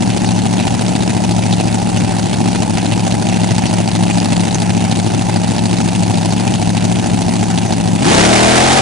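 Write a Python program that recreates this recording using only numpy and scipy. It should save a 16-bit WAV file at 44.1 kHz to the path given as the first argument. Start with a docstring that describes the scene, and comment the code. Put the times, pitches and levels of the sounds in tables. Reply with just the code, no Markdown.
"""A supercharged V8 dragster idles on the starting line a few metres away, then launches.
At idle an uneven firing pattern makes a lumpy low note, noise bursts thump, bark and spit from the open
pipes, a faint blower hisses, and sharp cracks crowd the louder cylinders' firings, with a much louder
one about twice a second. At about 8 s the throttle snaps open: the note leaps up through the pipe
resonances and a noise jet peppered with shocks roars, overloads the microphones and fades as the car leaves."""
import sys
import numpy as np
from scipy import signal
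from scipy.fft import rfft, irfft, next_fast_len
from scipy.io import wavfile
from scipy.ndimage import map_coordinates

SR = 44100
rng = np.random.default_rng(int(sys.argv[2]) if len(sys.argv) > 2 else 0)


def to_wav(sig):
    """Store sig (one row per channel, or 1-D mono) as 16-bit WAV at the path in sys.argv[1].

    Samples outside -1..1 are clipped; the rate is SR.
    """
    pcm = np.clip(np.atleast_2d(sig), -1, 1) * 32767
    pcm = np.round(pcm).astype(np.int16)
    wavfile.write(sys.argv[1], SR, pcm.T)  # frames by channels


N = 388521
TIME = np.arange(N) / SR

# The cylinders in firing order. Each row: moment in eighths of a cycle, bark in dB, spit in dB.
FIRING_ORDER = [(.63, -1, -2.5), (1.85, -7, -11), (2.64, 0, 0), (3.66, 0, .5), (4.5, -13, -7),
                (5.68, -5, -13), (6.8, -3, -6), (7.43, -6, -5)]
# Colour of the spit and of the blower hiss. Each row: frequency in Hz, relative density in dB per Hz.
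SPIT_COLOUR = [(500, -25), (1100, -5.5), (1450, -0.5), (2300, 0.5), (2700, 3.5), (3150, -2.5), (4750, -1),
               (5200, -5.5), (6500, -1.5), (7000, -5.5), (7500, -5), (8800, -7), (9550, -3), (10200, -15.5)]
# Engine speed under load. Each row: time in seconds, four-stroke cycles per second.
LOADED_SPEED = [(8.2, 34.9), (8.296, 38.5), (8.428, 39.3), (8.666, 43.2), (8.73, 44.8), (8.8, 46.0)]
OPEN_AT_S, OPEN_TAKES_S = 8.005, 0.14  # the throttle snaps open


def amp(db):
    """Decibels to gain."""
    return 10 ** (np.asarray(db) / 20)


def unit(x):
    """Scaled to rms 1."""
    return x / np.sqrt(np.mean(x ** 2) + 1e-20)


def along(points, hz, axis=1):
    """One column of a table, read on a log-frequency axis."""
    cols = np.transpose(points)
    return np.interp(np.log(hz + 1), np.log(cols[0] + 1), cols[axis])


def curve(rows):
    """(seconds, value) rows as one value per sample."""
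    return np.interp(TIME, *np.transpose(rows))


def wobble(rate):
    """A smooth random curve, rate knots a second."""
    knots = rng.standard_normal(1024)
    coarse = np.arange(0, N, 64)
    values = map_coordinates(knots, [coarse * rate / SR], mode="wrap")
    return np.interp(np.arange(N), coarse, values)


def filtered(x, response):
    """x times a complex response of frequency."""
    m = next_fast_len(N + SR // 4)
    spectrum = rfft(x, m) * response(np.fft.rfftfreq(m, 1 / SR))
    return irfft(spectrum, m)[..., :N]


def coloured(pair, spectrum):
    """Two unrelated signals become left and right of one spectrum, partly alike, rms 1."""
    # Each row: frequency in Hz, left-right likeness from 0 to 1.
    likeness = [(30, .6), (80, 0.84), (200, 0.82), (500, 0.96), (1000, 0.29), (2200, 0.77), (5000, 0.58),
                (10000, 0.41)]

    def response(hz):
        turn = np.arccos(np.clip(along(likeness, hz), -1, 1)) / 2
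        return amp(along(spectrum, hz)) * np.array([np.cos(turn), np.sin(turn)])

    mid, side = filtered(pair, response)
    return unit(np.array([mid + side, mid - side]))


def at_ports(x, ports):
    """Lead and level difference between the two microphones, half on each side."""
    half = np.array([[.5], [-.5]])

    def response(hz):
        lead = np.exp(1j * half * along(ports, hz, axis=1))
        return lead * amp(half * along(ports, hz, axis=2))

    return filtered(x, response)


def pulses(times, sizes):
    """One impulse at each time."""
    samples = np.clip(np.round(times * SR).astype(int), 0, N)
    return np.bincount(samples, sizes, N + 1)[:N]


def puffs(times, sizes, attack, t60):
    """A burst of turbulence at each time: noise whose powers add; attack and t60 in seconds."""
    t = TIME[:SR // 8]
    shape = (1 - np.exp(-t / attack)) * amp(-60 * t / t60)
    power = signal.fftconvolve(pulses(times, sizes ** 2), shape ** 2)[:N]
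    return np.sqrt(np.abs(power)) * rng.standard_normal((2, N))


def patchy(x, depth_db, width_hz, life):
    """Turbulence as random level patches in time and frequency, life seconds by width_hz, rms 1."""
    hz, t, z = signal.stft(x, SR, nperseg=128)
    knots = rng.standard_normal((64, 2048))
    grid = np.meshgrid(hz / width_hz, t / life, indexing="ij")
    field = map_coordinates(knots, grid, order=1, mode="wrap")
    _, mottled = signal.istft(z * amp(depth_db * unit(field)), SR, nperseg=128)
    return unit(mottled[:, :N])


def firings(cycles):
    """Time, bark dB and spit dB of every firing, cycle after cycle."""
    moment, bark_db, spit_db = np.transpose(FIRING_ORDER)
    count = int(cycles[-1])
    position = (np.arange(count)[:, None] + moment / len(moment)).ravel()
    when = np.interp(position, cycles, TIME)
    return when, np.tile(bark_db, count), np.tile(spit_db, count)


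def exhaust_note(speed, cycles, idle_waver_db, run_waver_db, idle_drift, run_drift,
                 port_db, flow_lag, load_power, smear):
    """Low orders of the uneven firing glide through the pipes' resonances; the higher ones waver most."""
    # Fixed resonances of the pipes. Each row: frequency in Hz, gain in dB.
    resonances = [(25, -34), (70, -11), (110, -3), (180, 1), (260, -2), (330, 2), (500, -7), (660, 0),
                  (820, 2), (1100, -9), (2000, -14)]
    # Idle note at its typical speed. Each row: multiple of the cycle rate, relative level in dB.
    idle_orders = [(1, -30.5), (2, -25), (3, -28), (4, -23.5), (5, -17.5), (6, -20), (7, -13.5), (8, -1),
                   (9, -33), (10, -18), (11, -12), (12, -19), (13, 0.5), (14, -10.5), (15, -17.5), (16, -5),
                   (17, -7), (18, -18), (19, -14.5), (20, -10), (21, -12.5), (22, -18)]
    # Loaded note at its typical speed. 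Each row: multiple of the cycle rate, relative level in dB.
    load_orders = [(1, -19), (2, -8.5), (3, -2), (4, -15.5), (5, 0), (6, -2.5), (7, -7.5), (8, -1.5),
                   (9, -2.5), (10, -17), (11, -5.5), (12, -20), (13, -6), (14, -10), (15, -8.5), (16, -1.5),
                   (17, -3.5), (18, -4.5), (19, -7), (20, -10), (21, -14.5), (22, -21)]
    idle_hz, loaded_hz = 14.4, 40.8  # typical cycle rates
    idle_note_db, load_note_db = -16.5, -19
    moment, bark_db, _ = np.transpose(FIRING_ORDER)
    load = np.clip((speed - idle_hz) / (LOADED_SPEED[0][1] - idle_hz), 0, 1) ** load_power
    waver_db = idle_waver_db + load * (run_waver_db - idle_waver_db)
    drift = idle_drift + load * (run_drift - idle_drift)
    note = np.zeros((2, N))
    for k, ((_, idle_db), (_, load_db)) in enumerate(zip(idle_orders, load_orders), 1):
        # each open pipe sucks back just after its puff
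        turns = np.exp(-2j * np.pi * k * (moment + flow_lag) / len(moment))
        pattern = -np.sum(amp(bark_db) * turns)
        # take out the resonance at the typical speed, then put it in at the actual speed
        idling = idle_note_db + idle_db - along(resonances, k * idle_hz)
        loaded = load_note_db + load_db - along(resonances, k * loaded_hz)
        db = idling + load * (loaded - idling) + along(resonances, k * speed)
        db = db + waver_db * min(k / 13, 1.3) ** 2 * wobble(16)
        # under load the ringing pipes draw each pulse out
        phase = np.angle(pattern) - smear * load * k ** 2
        line = amp(db) * np.cos(2 * np.pi * k * cycles + phase + drift * k * wobble(16))
        lean = amp(port_db * load * wobble(3.1))  # the paths to the microphones change as the car moves
        note += [line * lean, line / lean]
    return note


def stumbles(cycles, onset, recover):
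    """Random misfires as a weakness curve: 0 in a steady idle, near 1 just after one; times in seconds."""
    chance_per_firing = .04
    when = firings(cycles)[0]
    missed = (rng.random(len(when)) < chance_per_firing) & (when < OPEN_AT_S)
    t = TIME[:SR // 3]
    dip = (1 - np.exp(-t / onset)) * np.exp(-t / recover)
    return np.tanh(signal.fftconvolve(pulses(when, missed * 2.), dip)[:N])


def idle_pipes(cycles, throttle, weak, jitter, scatter_db, spit_scatter_db, rev_db):
    """Firings thump, bark and spit, more on a stronger burn; opening throttle lifts bark and spit."""
    # Each row of both colours: frequency in Hz, relative density in dB per Hz.
    thump_colour = [(20, -28), (45, -14), (70, -12.5), (110, 0), (135, -2.5), (180, -2.5), (250, -9.5),
                    (330, -2), (400, -12.5), (520, -13), (900, -29.5)]
    bark_colour = [(150, -15), (300, -11.5), (420, -6.5), (520, -15.5), (610, 0), (680, -4), (770, 1.5),
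                   (880, -3.5), (1000, -10), (1120, -19.5), (2000, -27.5)]
    rich_at_s, rich_for_s, rich_db = 4, 1.3, 2.5  # the spit swells a little midway through the idle
    misfire_spit_db = -4.5
    when, bark_db, spit_db = firings(cycles)
    late, burn, flame = rng.standard_normal((len(when), 3)).T
    when = when + jitter * late
    idling = when < OPEN_AT_S + OPEN_TAKES_S
    size = idling * amp(bark_db + scatter_db * burn)
    hot = idling * amp(spit_db + scatter_db * burn + spit_scatter_db * flame)

    thump = amp(-20.5) * coloured(puffs(when, size, attack=0.00079, t60=0.046), thump_colour)

    # the blow-down of a cylinder is one clean pressure pulse, followed by turbulence
    blow = np.array([unit(pulses(when, size)), np.zeros(N)])
    turbulence = unit(puffs(when, size, attack=0.00082, t60=0.034))
    bark = amp(-22.5) * coloured(turbulence + amp(-1.0) * blow, bark_colour)

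    front = unit(puffs(when, hot, attack=0.00017, t60=0.011))
    tail = unit(puffs(when, hot, attack=0.0013, t60=0.034))
    spit = coloured(tail + amp(-4.0) * front, SPIT_COLOUR)
    spit = patchy(spit, depth_db=3.0, width_hz=940, life=.014)
    swell_db = rich_db * np.exp(-((TIME - rich_at_s) / rich_for_s) ** 2)
    richness_db = swell_db + .6 * wobble(6.2) + misfire_spit_db * weak
    return thump + amp(rev_db * throttle) * (bark + amp(richness_db - 30.0) * spit)


def blower():
    """The hiss of the supercharger and its belt, as steady patchy noise."""
    hiss = coloured(rng.standard_normal((2, N)), SPIT_COLOUR)
    return amp(-33.5) * patchy(hiss, depth_db=4.0, width_hz=1500, life=0.022)


def cracks(cycles, ground_delay, ground_share, scatter):
    """Fuel going off in a pipe: shock front, bounce off the track, and a tail scattered by the walls."""
    # Cracks at set moments, most of them louder than the lesser ones.
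    # Each row: time in seconds, relative level in dB.
    set_cracks = [(0.102, -7.5), (1.5259, -7), (1.7437, -8.5), (1.8173, -17.5), (2.1075, -9), (3.0658, -6),
                  (3.4338, -11), (3.5818, -2.5), (4.2455, -6), (4.5467, -3.5), (4.6199, -6), (4.9127, -5.5),
                  (5.4335, -10), (6.539, -6.5), (6.7712, -7), (7.724, -8)]
    # Brighter than the spit. Each row: frequency in Hz, relative density in dB per Hz.
    crack_colour = [(600, -27), (1200, -10.5), (2000, -2.5), (2700, 2), (4300, 1), (5500, -3.5), (7200, -3),
                    (10200, -12.5)]
    # lesser cracks: chance per firing of a cylinder with 0 dB spit, relative level, spread
    chance, lesser_db, lesser_scatter_db = .6, -11.5, 1.5
    fired, _, spit_db = firings(cycles)
    set_s, set_db = np.transpose(set_cracks)
    lit = (rng.random(len(fired)) < chance * amp(spit_db) ** 2) & (fired < OPEN_AT_S)
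    lesser = lit * amp(lesser_db + lesser_scatter_db * rng.standard_normal(len(fired)))
    when = np.r_[set_s, fired]
    size = np.r_[amp(set_db), lesser]
    bounce = when + ground_delay * np.exp(scatter * rng.standard_normal(len(when)))
    fronts = puffs(np.r_[when, bounce], np.r_[size, ground_share * size], attack=0.00013, t60=0.0024)
    tails = puffs(when, size, attack=0.0011, t60=0.044)
    report = coloured(unit(fronts) + amp(-5.5) * unit(tails), crack_colour)
    return amp(-33.5) * patchy(report, depth_db=3.5, width_hz=1300, life=.015)


def roar(cycles, note, shock_rate, flutter_db, gate_db):
    """Puffs merge into a jet peppered with shocks, fiercest in the troughs of the low pressure wave."""
    # Each row: frequency in Hz, relative density in dB per Hz.
    roar_colour = [(25, -8), (60, -9), (150, -10), (330, -3.5), (500, -5.5), (650, -2.5), (850, -2),
                   (1100, -6.5), (1700, -7), (2740, -9.5), (5000, -12.5), (7000, -13.5), (10000, -17.5)]
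    when, bark_db, _ = firings(cycles)
    opened = TIME > OPEN_AT_S
    jet = unit(opened * puffs(when, amp(0.31 * bark_db), attack=0.00036, t60=0.013))
    chance, size = rng.random(N), rng.exponential(size=(2, N))
    shocks = unit(opened * (chance < shock_rate / SR) * (size - size.mean()))
    wave = np.tanh(unit(filtered(note[0], lambda hz: hz < 300)))
    surge = amp(flutter_db * wobble(130) - gate_db * wave)
    return amp(-21.5) * coloured((jet + amp(1.0) * shocks) * surge, roar_colour)


def overload(x):
    """The crests of the pressure wave jam the capsules, which chokes the hiss riding on them."""
    headroom_db, bias, makeup_db = 0.5, .2, 1.06  # the bias clips one way more than the other
    top = amp(headroom_db)
    jammed = top * (np.tanh(x / top + bias) - np.tanh(bias))
    return amp(makeup_db) * filtered(jammed, lambda hz: 1j * hz / (1j * hz + 20))  # 20 Hz high-pass


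def scene():
    """The throttle hands the idle over to the roar, and the car leaves."""
    # Engine speed at idle, then as it flares. Each row: time in seconds, four-stroke cycles per second.
    idle_speed = [(0.0, 14.344), (0.45, 13.508), (0.6, 14.191), (2.25, 13.56), (2.55, 13.914),
                  (2.7, 13.121), (3.0, 13.663), (4.5, 13.428), (4.8, 13.647), (4.95, 13.428), (6.0, 13.595),
                  (6.3, 13.085), (6.45, 14.484), (6.6, 12.892), (6.9, 13.744), (7.95, 13.288)]
    flare_speed = [(7.99, 13.3), (8.05, 18.5), (8.13, 30.2)]
    # The microphone pair at idle, then under load.
    # Each row: frequency in Hz, lead of the left in radians, left over right in dB.
    ports_idle = [(30, -0.77, 0), (108, -0.73, 3.5), (207, -1.26, 3), (325, -1.44, 3), (590, -1.93, -0.5),
                  (970, -0.73, -2.5), (2000, -0.58, -2.5), (3200, -0.025, -0.5), (5840, -0.17, 0.5),
                  (10600, -1.1, 0)]
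    ports_run = [(60, 0, 0), (190, -0.75, 6), (330, -1.5, 4), (556, -1.7, 2.5), (800, -1, 1.5),
                 (1400, -1.74, -0.5), (2700, -0.73, -1), (5700, -0.62, 0.5), (10000, -0.79, 0.5)]
    hunt_cycles, hunt_per_s = .009, 5.5  # the idle hunts: crank wander in cycles, random knots per second
    misfire_note_db = -2
    launch_db, fade_db_per_s = 4, 4  # the roar fades as the car pulls away
    blast_db, blast_for_s = 1.5, 0.16  # the first hit of the throttle gets an extra push

    speed = curve([*idle_speed, *flare_speed, *LOADED_SPEED])
    throttle = np.clip((TIME - OPEN_AT_S) / OPEN_TAKES_S, 0, 1)
    cycles = np.cumsum(speed) / SR + hunt_cycles * (1 - throttle) * wobble(hunt_per_s)
    note = exhaust_note(speed, cycles, idle_waver_db=1.53, run_waver_db=1.7, idle_drift=0.036,
                        run_drift=0.038, port_db=1.0, flow_lag=0.29, load_power=1.7, smear=0.0398)

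    weak = stumbles(cycles, onset=.004, recover=.03)
    idle = note * amp(misfire_note_db * weak)
    idle = idle + idle_pipes(cycles, throttle, weak, jitter=.0003, scatter_db=1.0,
                             spit_scatter_db=0.8, rev_db=20)
    idle = idle + blower()
    idle = idle + cracks(cycles, ground_delay=0.0006, ground_share=0.63, scatter=0.2)

    run = note + roar(cycles, note, shock_rate=1700, flutter_db=1.8, gate_db=0.5)
    under_way = np.maximum(TIME - OPEN_AT_S, 0)
    leaving_db = launch_db - fade_db_per_s * under_way
    leaving_db = leaving_db + blast_db * np.exp(-(under_way / blast_for_s) ** 2)
    launched = at_ports(run * throttle * amp(leaving_db), ports_run)
    return at_ports(idle * (1 - throttle), ports_idle) + overload(launched)


def record(dry):
    """The microphones flatten the highest peaks, and a steep low-pass takes away the top treble."""
    ceiling, hardness = .84, 8
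    squashed = dry / (1 + np.abs(dry / ceiling) ** hardness) ** (1 / hardness)
    silent_above_hz, slope_hz = 10550, 300
    return filtered(squashed, lambda hz: np.clip((silent_above_hz - hz) / slope_hz, 0, 1) ** 2)


dry = scene()
out = record(dry)
to_wav(out)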